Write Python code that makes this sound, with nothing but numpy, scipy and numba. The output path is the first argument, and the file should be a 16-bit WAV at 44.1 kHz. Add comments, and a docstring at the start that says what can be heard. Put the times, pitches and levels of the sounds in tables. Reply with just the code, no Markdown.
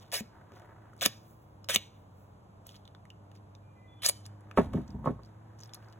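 """Duct tape off the roll

Close to a stereo pair, tape is jerked off its roll in three short pulls, crinkles in the fingers and is torn
across: stick-slip cracks through moving resonances. The roll is put down on a wooden table in front of a wall
and rocks before it settles: low-passed pushes drive the modes of wood and cardboard.
Far off, a motor hums throughout as a few harmonics, and faint high notes ring as wavering sines."""
import sys
import numpy as np
from scipy import signal
from scipy.fft import rfft, irfft, next_fast_len
from scipy.io import wavfile
from scipy.ndimage import uniform_filter1d
from numba import njit

SR = 44100
rng = np.random.default_rng(int(sys.argv[2]) if len(sys.argv) > 2 else 0)


def inscribe(sig):
    """Save sig as 16-bit PCM at rate SR to the path in sys.argv[1].

    A 1-D sig is mono; a 2-D sig holds one channel per row.
    Samples are clipped to [-1, 1] before scaling.
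    """
    pcm = np.round(np.clip(np.atleast_2d(sig).T, -1, 1) * 32767)
    wavfile.write(sys.argv[1], SR, pcm.astype(np.int16))


N = 264159
TIME = np.arange(N) / SR

# All levels are relative within their layer; layer gains follow in the functions.
# Every ..._COLOUR is a noise spectrum: [f/Hz, density/dB per Hz]

# DISTANT: air ahead of the pair, and ambience from all around
AIR_COLOUR = [(20, -21), (60, -2.5), (110, 3), (170, -1.5), (300, -12), (600, -11), (1000, -14),
              (2000, -33), (4000, -36.5), (8000, -39.5), (14500, -46.5), (16000, -57)]
AMBIENT_COLOUR = [(100, -2), (300, -3), (700, 2), (1100, -1), (2000, -16.5), (3500, -24), (5500, -46)]
# the far motor's fundamental: [t/s, f/Hz]
MOTOR_PITCH = [(0.0, 102.5), (0.43, 103), (0.98, 108), (1.27, 108.5), (1.59, 99), (1.78, 101), (1.92, 96),
               (3.15, 101), (3.31, 100.0), (4.5, 102.5), (5.4, 109), (5.99, 108.5)]
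# its swell: [t/s, level/dB]
MOTOR_SWELL = [(0, -4.5), (1.2, -0.5), (2, -3), (3.9, 0), (4.5, 3.5), (5.99, 0.5)]
# its harmonics: [multiple of the fundamental, level/dB]
MOTOR_ORDERS = [(1, -57), (2, -68.5), (3, -70.5)]
# far ringing notes: [start t/s, hold/s, f/Hz, level/dB, pitch wobble as a share]
FAR_NOTES = [(3.613, 0.36, 2406, -76.5, 0.005), (3.748, 0.14, 2023, -68, 0.003),
             (3.869, 0.15, 3440, -67, .003), (3.982, 0.18, 3050, -67, 0.004)]
NOTE_ATTACK_S, NOTE_FADE_DB_PER_S = 0.028, 111

# CLOSE, hands: fingers slide over the tape: [peak t/s, rise/s, fall/s, level/dB]
FINGER_STROKES = [(0.013, 0.086, 0.17, -64), (0.568, 0.074, 0.097, -66), (0.997, 0.029, 0.099, -65),
                  (2.672, 0.022, 0.15, -62), (2.749, 0.048, 0.068, -68), (3.357, 0.019, 0.031, -67.5),
                  (4.262, 0.034, 0.022, -49), (4.899, 0.064, 0.059, -57), (5.247, 0.05, 0.082, -59),
                  (5.608, 0.047, 0.059, -56.5), (5.64, 0.016, 0.1, -56.5), (5.742, 0.015, 0.035, -46.5),
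                  (5.875, 0.29, 0.22, -64)]
FINGER_COLOUR = [(500, 0.5), (1500, -9.5), (3500, 5.5), (6500, -2.5), (9000, -7), (12000, -7),
                 (16000, -9.5)]
# hands and sleeves rub: [peak t/s, rise/s, fall/s, level/dB]
SLEEVE_STROKES = [(.02, 0.38, 0.42, -65.5), (.37, 0.21, 0.34, -61), (.64, 0.31, 0.6, -59),
                  (4.55, 0.93, 3.06, -64.5), (5.88, 0.57, 0.36, -61.5)]
RUB_COLOUR = [(100, -17), (300, 5.5), (700, 8), (1700, 4), (2600, -12.5), (5000, -26)]
# soft treble swishes: [peak t/s, rise/s, fall/s, level/dB]
SWISHES = [(1.28, 0.37, 0.33, -69), (1.425, 0.047, 0.039, -72.5), (1.99, .2, .25, -78),
           (2.2, 0.11, .16, -71.5)]
SWISH_COLOUR = [(2000, -20), (4000, -7.5), (6500, -2.5), (11000, -1), (15000, 3.5)]

# CLOSE, tape: a gentle pull off the roll and two hard ones:
# [t/s, length/s, attack/s, level/dB, sag/dB, final jerk/dB, top slip rate/(1/s), final resonance f/Hz]
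PULLS = [(0.12, 0.087, 0.022, -28, 10.5, -4, 650, 2100), (1.014, 0.043, .012, -28.5, 7, 7.5, 786, 2340),
         (1.6894, .057, .008, -27.5, 12, 14.5, 800, 7500)]
GENTLE_COLOUR = [(150, -11), (350, -5.5), (550, 4), (850, 5.5), (1300, -8), (1900, 3.5), (3000, 3),
                 (6000, 4), (9000, 0), (12000, -0.5), (16000, -1)]
PULL_COLOUR = [(80, -22), (250, 1), (550, -2.5), (900, -9), (1400, -0.5), (2100, -2), (3500, 4),
               (5000, -4.5), (8500, -3), (11000, -6), (16000, -5)]
GRAB_S, GRAB_BELOW_DB = 0.0044, 6.5  # the glue starts to part at once, a little under the full level
JERK_S, RELEASE_S, RELEASE_DB = 0.016, 0.003, 21.5  # the strip comes taut, then the peeling stops
START_SPEED, JERK_SPEED = 0.4, 0.6  # shares of the top slip rate
SLACK_HZ, RESONANCE_HZ_PER_SLIP_RATE = 1300, 3.2  # the resonance climbs with the peeling speed
BOOM_START_HZ, BOOM_END_HZ, BOOM_GLIDE_S = 720, 490, 0.019  # lower as the freed strip lengthens
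BOOM_DB, BOOM_RISE_S, BOOM_FALL_S = 12, 0.04, 0.022
# cracks as the glue lets go and the strip jerks: [t/s, level/dB, hump f/Hz]
CRACKS = [(.1177, -35.5, 4016), (.1412, -28.5, 6530), (1.011, -26, 2800), (1.0172, -24.5, 3270),
          (1.0372, -24.5, 3470), (1.0535, -20, 8000), (1.0567, -16, 2050), (1.0613, -14, 11000),
          (1.688, -25, 1400), (1.6937, -23.5, 5000), (1.7435, -27.5, 10000), (1.7471, -18.5, 8000),
          (1.7502, -16.5, 7600)]
# the strip snaps taut and twangs: [t/s, crack level/dB, hump f/Hz, twang level/dB, twang f/Hz, twang t60/s]
TAUT = [(0.206, -42, 2100, -29.5, 227, 0.096), (1.0605, -10, 2050, -23.5, 263, 0.048),
        (1.7599, -9, 2700, -28, 233, 0.03)]
SNAP_COLOUR = [(100, -20.5), (400, 4.5), (900, -5), (1400, -3), (2100, 3.5), (3500, 4.5), (5000, 5),
               (9000, -2), (12000, -2.5), (16000, -5)]
TWANG_LAG_S = 0.0017
TWANG_OVERTONE, OVERTONE_DB, OVERTONE_T60_S = 1.8, -5, 0.012  # second mode, as a multiple of the first
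# fingertips tap the cardboard core: [t/s, level/dB, hump f/Hz]
TAPS = [(.52, -43, 240), (.538, -46.5, 360), (.619, -49, 354), (.9325, -48, 1393), (2.949, -52.5, 1530),
        (3.316, -56, 1550), (4.5127, -43, 1494)]
TAP_COLOUR = [(100, -13), (500, 5), (1200, 0.5), (2500, -10.5), (5000, -18), (16000, -26.5)]
# the loudest creases popping in the handled strip: [t/s, level/dB, hump f/Hz]
CRINKLES = [(.936, -64, 9000), (.9655, -61.5, 9400), (.9784, -62, 9020), (1.6437, -46.5, 5200),
            (2.668, -41.5, 12950), (2.692, -44.5, 3250), (2.7435, -54, 3420), (2.7505, -54, 3250),
            (2.756, -51, 3350), (2.7645, -51, 3960), (2.8535, -52.5, 3576), (2.877, -50, 3230),
            (2.949, -53.5, 3480), (3.054, -53, 2086), (3.103, -45, 2800), (3.316, -59.5, 2720),
            (3.3543, -61.5, 2086), (3.551, -52, 3750), (4.2635, -42.5, 9020), (4.408, -61.5, 9000),
            (4.5127, -44.5, 2576), (5.5884, -59.5, 6110), (5.5922, -53.5, 5900), (5.6042, -49, 6020),
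            (5.6104, -50, 5970), (5.6345, -42, 5400), (5.6405, -55, 14500), (5.6754, -63, 11100),
            (5.6935, -54.5, 3450), (5.7359, -39, 5020), (5.7452, -41, 10700), (5.8262, -61, 2500),
            (5.9254, -55.5, 3770), (5.931, -59, 3400)]
CRINKLE_COLOUR = [(60, -23), (300, -9), (1200, 7), (2200, 0), (3500, 0.5), (6000, 1.5), (10000, -5),
                  (16000, -7)]
CREASE_ABOVE_DB, CREASE_SPREAD_DB, CREASE_HZ = 1.5, 2.5, 5244  # small creases at random around a stroke
# the tear advances in surges: [peak t/s, rise/s, fall/s, level/dB]
SURGES = [(4.0632, 0.036, 0.0024, -21.5), (4.0682, .002, 0.047, -27.5), (4.0875, 0.007, 0.012, -24),
          (4.0962, 0.006, 0.0028, -26)]
# single threads crack in the tear: [t/s, level/dB, hump f/Hz]
THREADS = [(4.0208, -39.5, 3000), (4.0352, -30, 2485), (4.0467, -26, 2500), (4.0612, -20, 6500),
           (4.0632, -12.5, 6500), (4.0673, -24.5, 12000), (4.0876, -25, 9000), (4.0906, -12, 10000),
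           (4.094, -25.5, 13000), (4.0963, -18, 6440)]
TEAR_COLOUR = [(150, -15), (400, -10.5), (620, -1.5), (1200, -7.5), (2500, -7), (4000, -3), (7000, -8.5),
               (9000, -4), (11000, -8.5), (16000, -11.5)]
TEAR_START_S, TEAR_END_S, THREADS_PER_S = 4.02, 4.099, 460
TEAR_START_HZ, TEAR_END_HZ = 1982, 9700  # the resonance rises as the intact part narrows

# CLOSE, table: the roll lands, rocks and settles: [t/s, table level/dB, roll level/dB, cut-off f/Hz]
TOUCHES = [(4.5737, -19.5, -21, 3240), (4.576, -26.5, -26, 3570), (4.579, -21.5, -32, 1500),
           (4.5833, -16.5, -16.5, 745), (4.59, -17.5, -33, 168), (4.601, -25.5, -31, 300),
           (4.735, -41.5, -36.5, 1600), (4.7436, -19.5, -29, 225), (4.755, -26, -40, 201),
           (4.771, -36.5, -44, 1020), (4.78, -25, -46, 240), (4.801, -39, -44, 243),
           (4.944, -30, -44, 181.5), (5.042, -42, -36.5, 1180), (5.058, -31.5, -22, 1310),
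           (5.063, -22, -38, 206), (5.0717, -27.5, -19, 1130), (5.083, -34, -37, 1180),
           (5.0945, -28, -36, 400), (5.191, -57, -44.5, 1198)]
# modes of the table top, then of the roll: [f/Hz, level/dB, t60/s]
TABLE_MODES = [(60.4, -19, 0.48), (97.3, -14, 0.53), (130.8, -10, 0.2), (165.4, -5, 0.13),
               (192.7, -10.5, 0.14), (244.3, -1.5, 0.15), (291, -14, 0.05), (396, -9.5, 0.086),
               (433, -12.5, 0.051)]
ROLL_MODES = [(533, -10, 0.098), (650, -18, 0.088), (830, -7, 0.023), (1098, -4, 0.063),
              (1296, -8.5, 0.033), (1530, -35, 0.068), (1986, -23, 0.03), (2330, -40, 0.03)]
CLATTER_COLOUR = [(30, -20), (70, -0.5), (150, 5.5), (200, -2), (260, 1.5), (400, 0.5), (560, 2), (750, -2),
                  (1150, -6.5), (1800, -8), (2800, -21.5), (8000, -38)]
KNOCK_HIGHPASS_HZ = 68.5  # the knocks are cut gently below this
# the sticky edge rasps on the wood: [t/s, level/dB]
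RASPS = [(4.574, -43), (4.73, -54.5), (4.768, -58.5), (5.053, -55.5)]
GRIT_COLOUR = [(500, 1), (2500, 0.5), (4000, -0.5), (7000, -9.5), (10000, -8.5), (16000, -20)]
GRIT_LAG_S, GRIT_RISE_S, GRIT_FALL_S = 0.0048, 0.016, 0.083
# the roll scuffs under the hand: [peak t/s, rise/s, fall/s, level/dB]
SCUFFS = [(4.63, .03, 0.22, -35), (4.785, 0.095, 0.032, -34.5), (4.96, 0.12, 0.28, -46),
          (5.095, 0.28, 0.041, -37.5), (5.24, 0.16, 0.28, -67)]
SCUFF_COLOUR = [(25, -16.5), (65, 1.5), (100, 5.5), (155, -1.5), (200, 0), (250, 1), (400, -25.5),
                (900, -19), (2000, -58.5)]

# PLACE: colours of the wall's reflections, of those from the sides, and of the tail
NEAR_COLOUR = [(100, 2.5), (600, 3.5), (3000, -2.5), (7000, -4.5), (16000, -5.0)]
SIDE_COLOUR = [(140, -21.0), (290, -2.0), (550, 1), (1100, -4), (3000, -1.5), (5000, -10.0), (16000, -7.0)]
TAIL_COLOUR = [(100, -2.0), (1000, 1.5), (3000, 1.0), (6500, -0.5), (10000, -8.5), (16000, -8.5)]

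# MICROPHONE: phase between the channels: [f/Hz, half turns by which left leads]
PAIR_PHASE = [(0, 0), (1500, 0), (2400, .28), (3600, .33), (4450, 1), (5100, 1), (6500, 2), (7550, 2),
              (8400, 3), (9500, 3), (10400, 4), (11600, 4), (12600, 5), (13700, 5), (14600, 6)]
CUTOFF_HZ = 15900


def from_db(db):
    """Decibels to gain."""
    return 10 ** (np.asarray(db) / 20)


def unit_energy(x):
    """Scale so that the squares sum to one."""
    return x / np.sqrt(np.sum(x ** 2) + 1e-20)


def in_time(rows):
    """Each column of a curve, interpolated at every sample."""
    s, *columns = np.transpose(rows)
    return [np.interp(TIME, np.sort(s), column) for column in columns]


def add(out, s, sound):
    """Mix a sound in at a time in seconds."""
    at = max(round(s * SR), 0)
    out[at:at + len(sound)] += sound[:N - at]


def colour(x, spectrum, peak_hz=1000, peak_db=0, size=4096):
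    """Causal filter with a given spectrum and a broad hump; white noise keeps its power."""
    hz, db = np.transpose(spectrum)
    octave = np.log2(np.maximum(np.fft.rfftfreq(size, 1 / SR), 10))
    hump = np.exp(-2 * (octave - np.log2(peak_hz)) ** 2)
    log_gain = np.log(from_db(np.interp(octave, np.log2(hz), db) + peak_db * hump))
    # folding the cepstrum onto positive times gives minimum phase
    cepstrum = irfft(log_gain)[:size // 2]
    cepstrum[0] = 0
    response = unit_energy(irfft(np.exp(rfft(2 * cepstrum, size))))
    return signal.oaconvolve(x, response)[:len(x)]


def drift(rate):
    """Random curve of about unit spread, rate points per second; it holds still after 4096 points."""
    return np.interp(TIME * rate, np.arange(4096), rng.standard_normal(4096))


def dying_noise(t60, size=4096):
    """A burst of noise with unit energy that falls 60 dB in t60 seconds."""
    return unit_energy(rng.standard_normal(size) * from_db(-60 * TIME[:size] / t60))


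def ring(x, hz, t60):
    """A damped mode: a unit click sets a sine of height one ringing."""
    r, w = from_db(-60 / (t60 * SR)), 2 * np.pi * hz / SR
    return signal.lfilter([0, np.sin(w)], [1, -2 * r * np.cos(w), r * r], x + 1e-18)


def struck(force, modes):
    """A body answers a force with its modes, in alternating sign."""
    return sum((-1) ** k * from_db(db) * ring(force, hz, t60) for k, (hz, db, t60) in enumerate(modes))


@njit
def moving_resonance(x, hz, q):
    """Band-pass with a gliding centre and a gain of one on top."""
    out, y1, y2 = np.zeros(len(x)), 0., 0.
    for i in range(2, len(x)):
        w = 2 * np.pi * hz[i] / SR
        r = np.exp(-w / (2 * q))
        y = (1 - r * r) / 2 * (x[i] - x[i - 2]) + 2 * r * np.cos(w) * y1 - r * r * y2 + 1e-18
        out[i], y2, y1 = y, y1, y
    return out


def strokes(rows):
    """Gain of overlapping strokes; each swells by 20 dB over its rise and dies by 20 dB over its fall."""
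    power = np.zeros(N)
    for s, rise, fall, db in rows:
        distance = np.maximum((s - TIME) / rise, (TIME - s) / fall)
        power += from_db(db - 20 * np.minimum(distance, 10)) ** 2
    return np.sqrt(power)


def air():
    """Steady coloured noise from ahead, its level barely drifting."""
    return from_db(-58.0 + 0.27 * drift(2.9)) * colour(rng.standard_normal(N), AIR_COLOUR)


def ambience():
    """Coloured noise, opposed in the two channels so that it surrounds the pair."""
    return from_db(-64.5) * colour(rng.standard_normal(N), AMBIENT_COLOUR) * [[1], [-1]]


def motor(waver_db, wobble):
    """A far engine whose speed wanders and whose harmonics fade in and out."""
    hz = in_time(MOTOR_PITCH)[0] * (1 + wobble * drift(12))
    phase = 2 * np.pi * np.cumsum(hz) / SR
    swell_db = in_time(MOTOR_SWELL)[0]
    hum = np.zeros(N)
    for multiple, db in MOTOR_ORDERS:
        level_db = db + swell_db + waver_db * drift(5.6)
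        hum += from_db(level_db) * np.sqrt(2) * np.sin(multiple * phase)
    return hum


def friction(rows, spectrum, grain_db, grains_per_s, clump_db=-3.5):
    """Sliding contact that catches and lets go in grains, which come in clumps."""
    grain_level_db = grain_db * drift(grains_per_s) + clump_db * drift(grains_per_s / 10)
    grains = from_db(grain_level_db) * rng.standard_normal(N)
    return strokes(rows) * colour(grains / grains.std(), spectrum)


def hands():
    """Grainy friction of fingers on tape, of hands and sleeves, and soft swishes."""
    out = friction(FINGER_STROKES, FINGER_COLOUR, grain_db=6.5, grains_per_s=1100, clump_db=3.0)
    out += friction(SLEEVE_STROKES, RUB_COLOUR, grain_db=4.0, grains_per_s=210, clump_db=-0.66)
    return out + friction(SWISHES, SWISH_COLOUR, grain_db=2.0, grains_per_s=450, clump_db=2.0)


def rip(course, spectrum, jitter, uneven_db, slip_t60, fizz, crack, resonance, q, wander, count=4):
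    """Stick and slip: each jump of the ripping edge is a tiny crack, over the fizz of parting glue strands."""
    level_db, rate, hz, sounding = course
    cycle = np.floor(np.cumsum(rate * np.exp(jitter * drift(400))) / SR)
    unevenness = np.clip(rng.standard_normal(N), -2, 2)
    slips = np.diff(cycle, prepend=0) * from_db(2 * uneven_db * unevenness)
    slips /= np.abs(uniform_filter1d(slips, size=600)) + 1e-9  # mean power of one
    fade = from_db(-120 / (slip_t60 * SR))  # a power, so 60 dB in t60
    spray = signal.lfilter([1 - fade], [1, -fade], slips + 1e-18)
    cracks = crack * np.sqrt(slips) + np.sqrt(spray + fizz ** 2) * rng.standard_normal(N)
    cracks = colour(cracks, spectrum) * from_db(level_db) * sounding
    out = cracks + resonance * moving_resonance(cracks, hz, q)
    for centre in np.geomspace(1800, 9000, num=count):  # sharp creases ring and wander as the strip flexes
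        crease_hz = centre * np.exp(wander * np.clip(drift(50), -2, 2))
        out += 2 * moving_resonance(cracks, crease_hz, 16.0)
    return out


def pull_course(s, length, attack, db, sag_db, jerk_db, rate, final_hz):
    """A pull grabs, speeds up, sags in level and ends in a jerk: level/dB, slips per s, f/Hz, sounding."""
    end, running_hz = s + length, RESONANCE_HZ_PER_SLIP_RATE * rate
    start_rate, jerk_rate = START_SPEED * rate, JERK_SPEED * rate
    low_db = db - sag_db
    curves = in_time([(s, db - RELEASE_DB, start_rate, SLACK_HZ),
                      (s + GRAB_S, db - GRAB_BELOW_DB, start_rate, SLACK_HZ),
                      (s + attack, db, jerk_rate, (SLACK_HZ + running_hz) / 2),
                      ((s + attack + end - JERK_S) / 2, db - sag_db / 2, rate, running_hz),
                      (end - JERK_S, low_db, rate, running_hz),
                      (end, low_db + jerk_db, jerk_rate, final_hz),
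                      (end + RELEASE_S, low_db - RELEASE_DB, start_rate, final_hz)])
    return curves + [(TIME > s) & (TIME < end + RELEASE_S)]


def with_boom(ripping):
    """The freed strip adds a low resonance that sinks and is strongest at the height of each pull."""
    out = ripping.copy()
    for s, _, attack, *_ in PULLS:
        hz = np.interp(TIME, [s, s + BOOM_GLIDE_S], [BOOM_START_HZ, BOOM_END_HZ])
        gain = strokes([(s + attack, BOOM_RISE_S, BOOM_FALL_S, BOOM_DB)])
        out += gain * moving_resonance(ripping, hz, 3.5)
    return out


def pulls():
    """Tape peels off the roll in slips, gently once and then hard twice."""
    ripping = rip(pull_course(*PULLS[0]), GENTLE_COLOUR, jitter=0.2, uneven_db=1.0, slip_t60=0.013,
                  fizz=0.32, crack=0.13, resonance=0.87, q=2.8, wander=0.24)
    for pull in PULLS[1:]:
        ripping += rip(pull_course(*pull), PULL_COLOUR, jitter=0.26, uneven_db=2.5, slip_t60=0.004,
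                       fizz=0.74, crack=0.5, resonance=1.2, q=3.4, wander=0.22)
    return with_boom(from_db(-6.0) * ripping)


def pops(rows, spectrum, t60, peak_db, gain_db, ringing=0, q=7.7):
    """Sudden releases: an impulse with a short crackle behind it, each with its own pitch."""
    out = np.zeros(N)
    for s, db, hz in rows:
        burst = dying_noise(t60)
        burst[0] += 0.4
        burst = colour(burst, spectrum, hz, peak_db)
        burst += ringing * moving_resonance(burst, np.full(len(burst), float(hz)), q)  # it rings on
        add(out, s, from_db(db + gain_db) * unit_energy(burst))
    return out


def snaps():
    """Single cracks of parting glue and of the strip snapping taut."""
    rows = CRACKS + [row[:3] for row in TAUT]
    return pops(rows, SNAP_COLOUR, t60=0.0078, peak_db=5.0, gain_db=15.0, ringing=0.42, q=2.0)


def twangs():
    """The strip rings briefly like a drumskin, in two modes, when the pull stops."""
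    out, t = np.zeros(N), TIME[:SR // 4]
    for s, _, _, db, hz, t60 in TAUT:
        overtone = (hz * TWANG_OVERTONE, db + OVERTONE_DB, OVERTONE_T60_S)
        for mode_hz, mode_db, mode_t60 in ((hz, db, t60), overtone):
            fading = from_db(mode_db - 60 * t / mode_t60)
            add(out, s + TWANG_LAG_S, fading * np.sin(2 * np.pi * mode_hz * t))
    return out


def taps():
    """Fingertips set the cardboard core ringing."""
    return pops(TAPS, TAP_COLOUR, t60=0.0086, peak_db=7.0, gain_db=18.0, ringing=4.4)


def small_creases(reach, octaves, count=3):
    """A few random creases around the height of each finger stroke: [t/s, level/dB, hump f/Hz]."""
    rows = []
    for s, rise, fall, db in FINGER_STROKES:
        for _ in range(count):
            at = min(s + reach * rng.uniform(-rise, fall), TIME[-1])
            level_db = db + CREASE_ABOVE_DB + CREASE_SPREAD_DB * rng.normal()
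            rows.append((at, level_db, CREASE_HZ * 2 ** (octaves * rng.normal())))
    return rows


def crinkles():
    """Creases pop as the handled film buckles, and ring on."""
    rows = CRINKLES + small_creases(reach=0.33, octaves=0.17)
    return pops(rows, CRINKLE_COLOUR, t60=0.006, peak_db=11.0, gain_db=17.5, ringing=2.0)


def far_notes(flutter_db):
    """Thin tones start quickly, hold and die away, fluttering as by echoes on the way."""
    out = np.zeros(N)
    for s, hold, hz, db, wobble in FAR_NOTES:
        fade_db = NOTE_FADE_DB_PER_S * np.maximum(TIME - s - hold, 0)
        level_db = db - fade_db + flutter_db * np.clip(drift(110), -1.5, 1)
        swell = np.clip((TIME - s) / NOTE_ATTACK_S, 0, 1) * from_db(level_db)
        out += swell * np.sin(2 * np.pi * np.cumsum(hz * (1 + wobble * drift(200))) / SR)
    return out


def tear_course():
    """Threads part at a steady mean rate, louder in each surge: level/dB, threads per s, f/Hz, sounding."""
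    level_db = 20 * np.log10(strokes(SURGES))
    hz = np.interp(TIME, [TEAR_START_S, TEAR_END_S], [TEAR_START_HZ, TEAR_END_HZ])
    return level_db, np.full(N, THREADS_PER_S), hz, (TIME > TEAR_START_S) & (TIME < TEAR_END_S)


def tear():
    """The tear crosses the strip thread by thread, with single loud threads on top."""
    ripping = rip(tear_course(), TEAR_COLOUR, jitter=0.3, uneven_db=0.5, slip_t60=0.0044,
                  fizz=0.51, crack=0.2, resonance=3.7, q=2.7, wander=0.21)
    return from_db(-10.5) * ripping + pops(THREADS, TEAR_COLOUR, t60=0.004, peak_db=13, gain_db=14.5)


def table(clatter_db, clatter_t60, roll_pan_db):
    """Each contact thumps the table and knocks the cardboard core, with a haze of dense short modes."""
    thump, knock, clatter = np.zeros((3, N))
    for s, table_db, roll_db, cut_hz in TOUCHES:
        contact = signal.butter(2, min(cut_hz, SR / 3), fs=SR, output="sos")
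        push = signal.sosfilt(contact, signal.unit_impulse(4096))
        haze = signal.sosfilt(contact, dying_noise(clatter_t60, size=12000))
        add(thump, s, from_db(table_db) * push)
        add(knock, s, from_db(roll_db) * push)
        add(clatter, s, from_db(table_db) * haze)
    roll = struck(knock, ROLL_MODES) * from_db([[roll_pan_db], [-roll_pan_db]])
    return struck(thump, TABLE_MODES) + roll + from_db(clatter_db) * colour(clatter, CLATTER_COLOUR)


def grit():
    """The sticky edge of the roll drags a little on the wood after a landing."""
    rows = [(s + GRIT_LAG_S, GRIT_RISE_S, GRIT_FALL_S, db) for s, db in RASPS]
    return friction(rows, GRIT_COLOUR, grain_db=4.0, grains_per_s=440, clump_db=-2.0)


def scuffs():
    """The roll slides dully on the table under the hand."""
    return friction(SCUFFS, SCUFF_COLOUR, grain_db=4.5, grains_per_s=100)


def table_bounce(x, delay, gain, skew):
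    """The table top mirrors the tape; the detour differs a little for the two microphones."""
    return np.array([x + gain * np.interp(TIME - delay * (1 + side * skew), TIME, x) for side in (-1, 1)])


def surroundings(x, near_db, near_t60, side_t60, far_db, far_t60, lumpy_db):
    """Quick reflections from the wall, then a faint, uneven tail; the low middle also comes from the sides."""
    near = colour(dying_noise(near_t60, size=SR), NEAR_COLOUR)
    sideways = colour(dying_noise(side_t60, size=SR), SIDE_COLOUR)
    far = colour(dying_noise(far_t60, size=SR), TAIL_COLOUR)
    far = unit_energy(far * from_db(lumpy_db * drift(63)[:SR]))
    echo = from_db(near_db) * (near + 0.67 * sideways * [[1], [-1]]) + from_db(far_db) * far
    delayed = np.pad(echo, ((0, 0), (SR // 400, 0)))  # 2.5 ms later than the direct sound
    return x + signal.fftconvolve(x, delayed, axes=1)[:, :N]


def microphone_pair(x):
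    """The two channels drift apart in phase towards the treble; the right is slightly louder."""
    size = next_fast_len(N + SR // 10)
    lead = np.pi * np.interp(np.fft.rfftfreq(size, 1 / SR), *np.transpose(PAIR_PHASE))
    turned = rfft(x, size) * np.exp(0.5j * lead * [[1], [-1]])
    return irfft(turned, size)[:, :N] * from_db([[-0.2], [0.2]])


def scene():
    """Tape and table close by, motor, notes and air behind."""
    tape = pulls() + snaps() + twangs() + taps() + crinkles() + tear()
    # the tape's sounds are cut below 110 Hz
    tape = signal.sosfilt(signal.butter(2, 110, "high", fs=SR, output="sos"), tape)
    tape = table_bounce(tape, delay=0.0017, gain=0.33, skew=0.012)
    knocks = from_db(1.5) * table(clatter_db=22.5, clatter_t60=0.099, roll_pan_db=-0.5)
    knocks = signal.sosfilt(signal.butter(1, KNOCK_HIGHPASS_HZ, "high", fs=SR, output="sos"), knocks)
    knocks += grit() + scuffs()
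    close = surroundings(tape + hands() + knocks, near_db=-13.5, near_t60=0.074, side_t60=0.045,
                         far_db=-25.5, far_t60=0.44, lumpy_db=2.5)
    distant = air() + ambience() + motor(waver_db=2.0, wobble=0.012) + far_notes(flutter_db=4.5)
    return microphone_pair(close + distant)


def record(dry):
    """The top of the treble is cut steeply."""
    return signal.sosfilt(signal.ellip(12, 0.1, 80, CUTOFF_HZ, fs=SR, output="sos"), dry)


dry = scene()
out = record(dry)
inscribe(out)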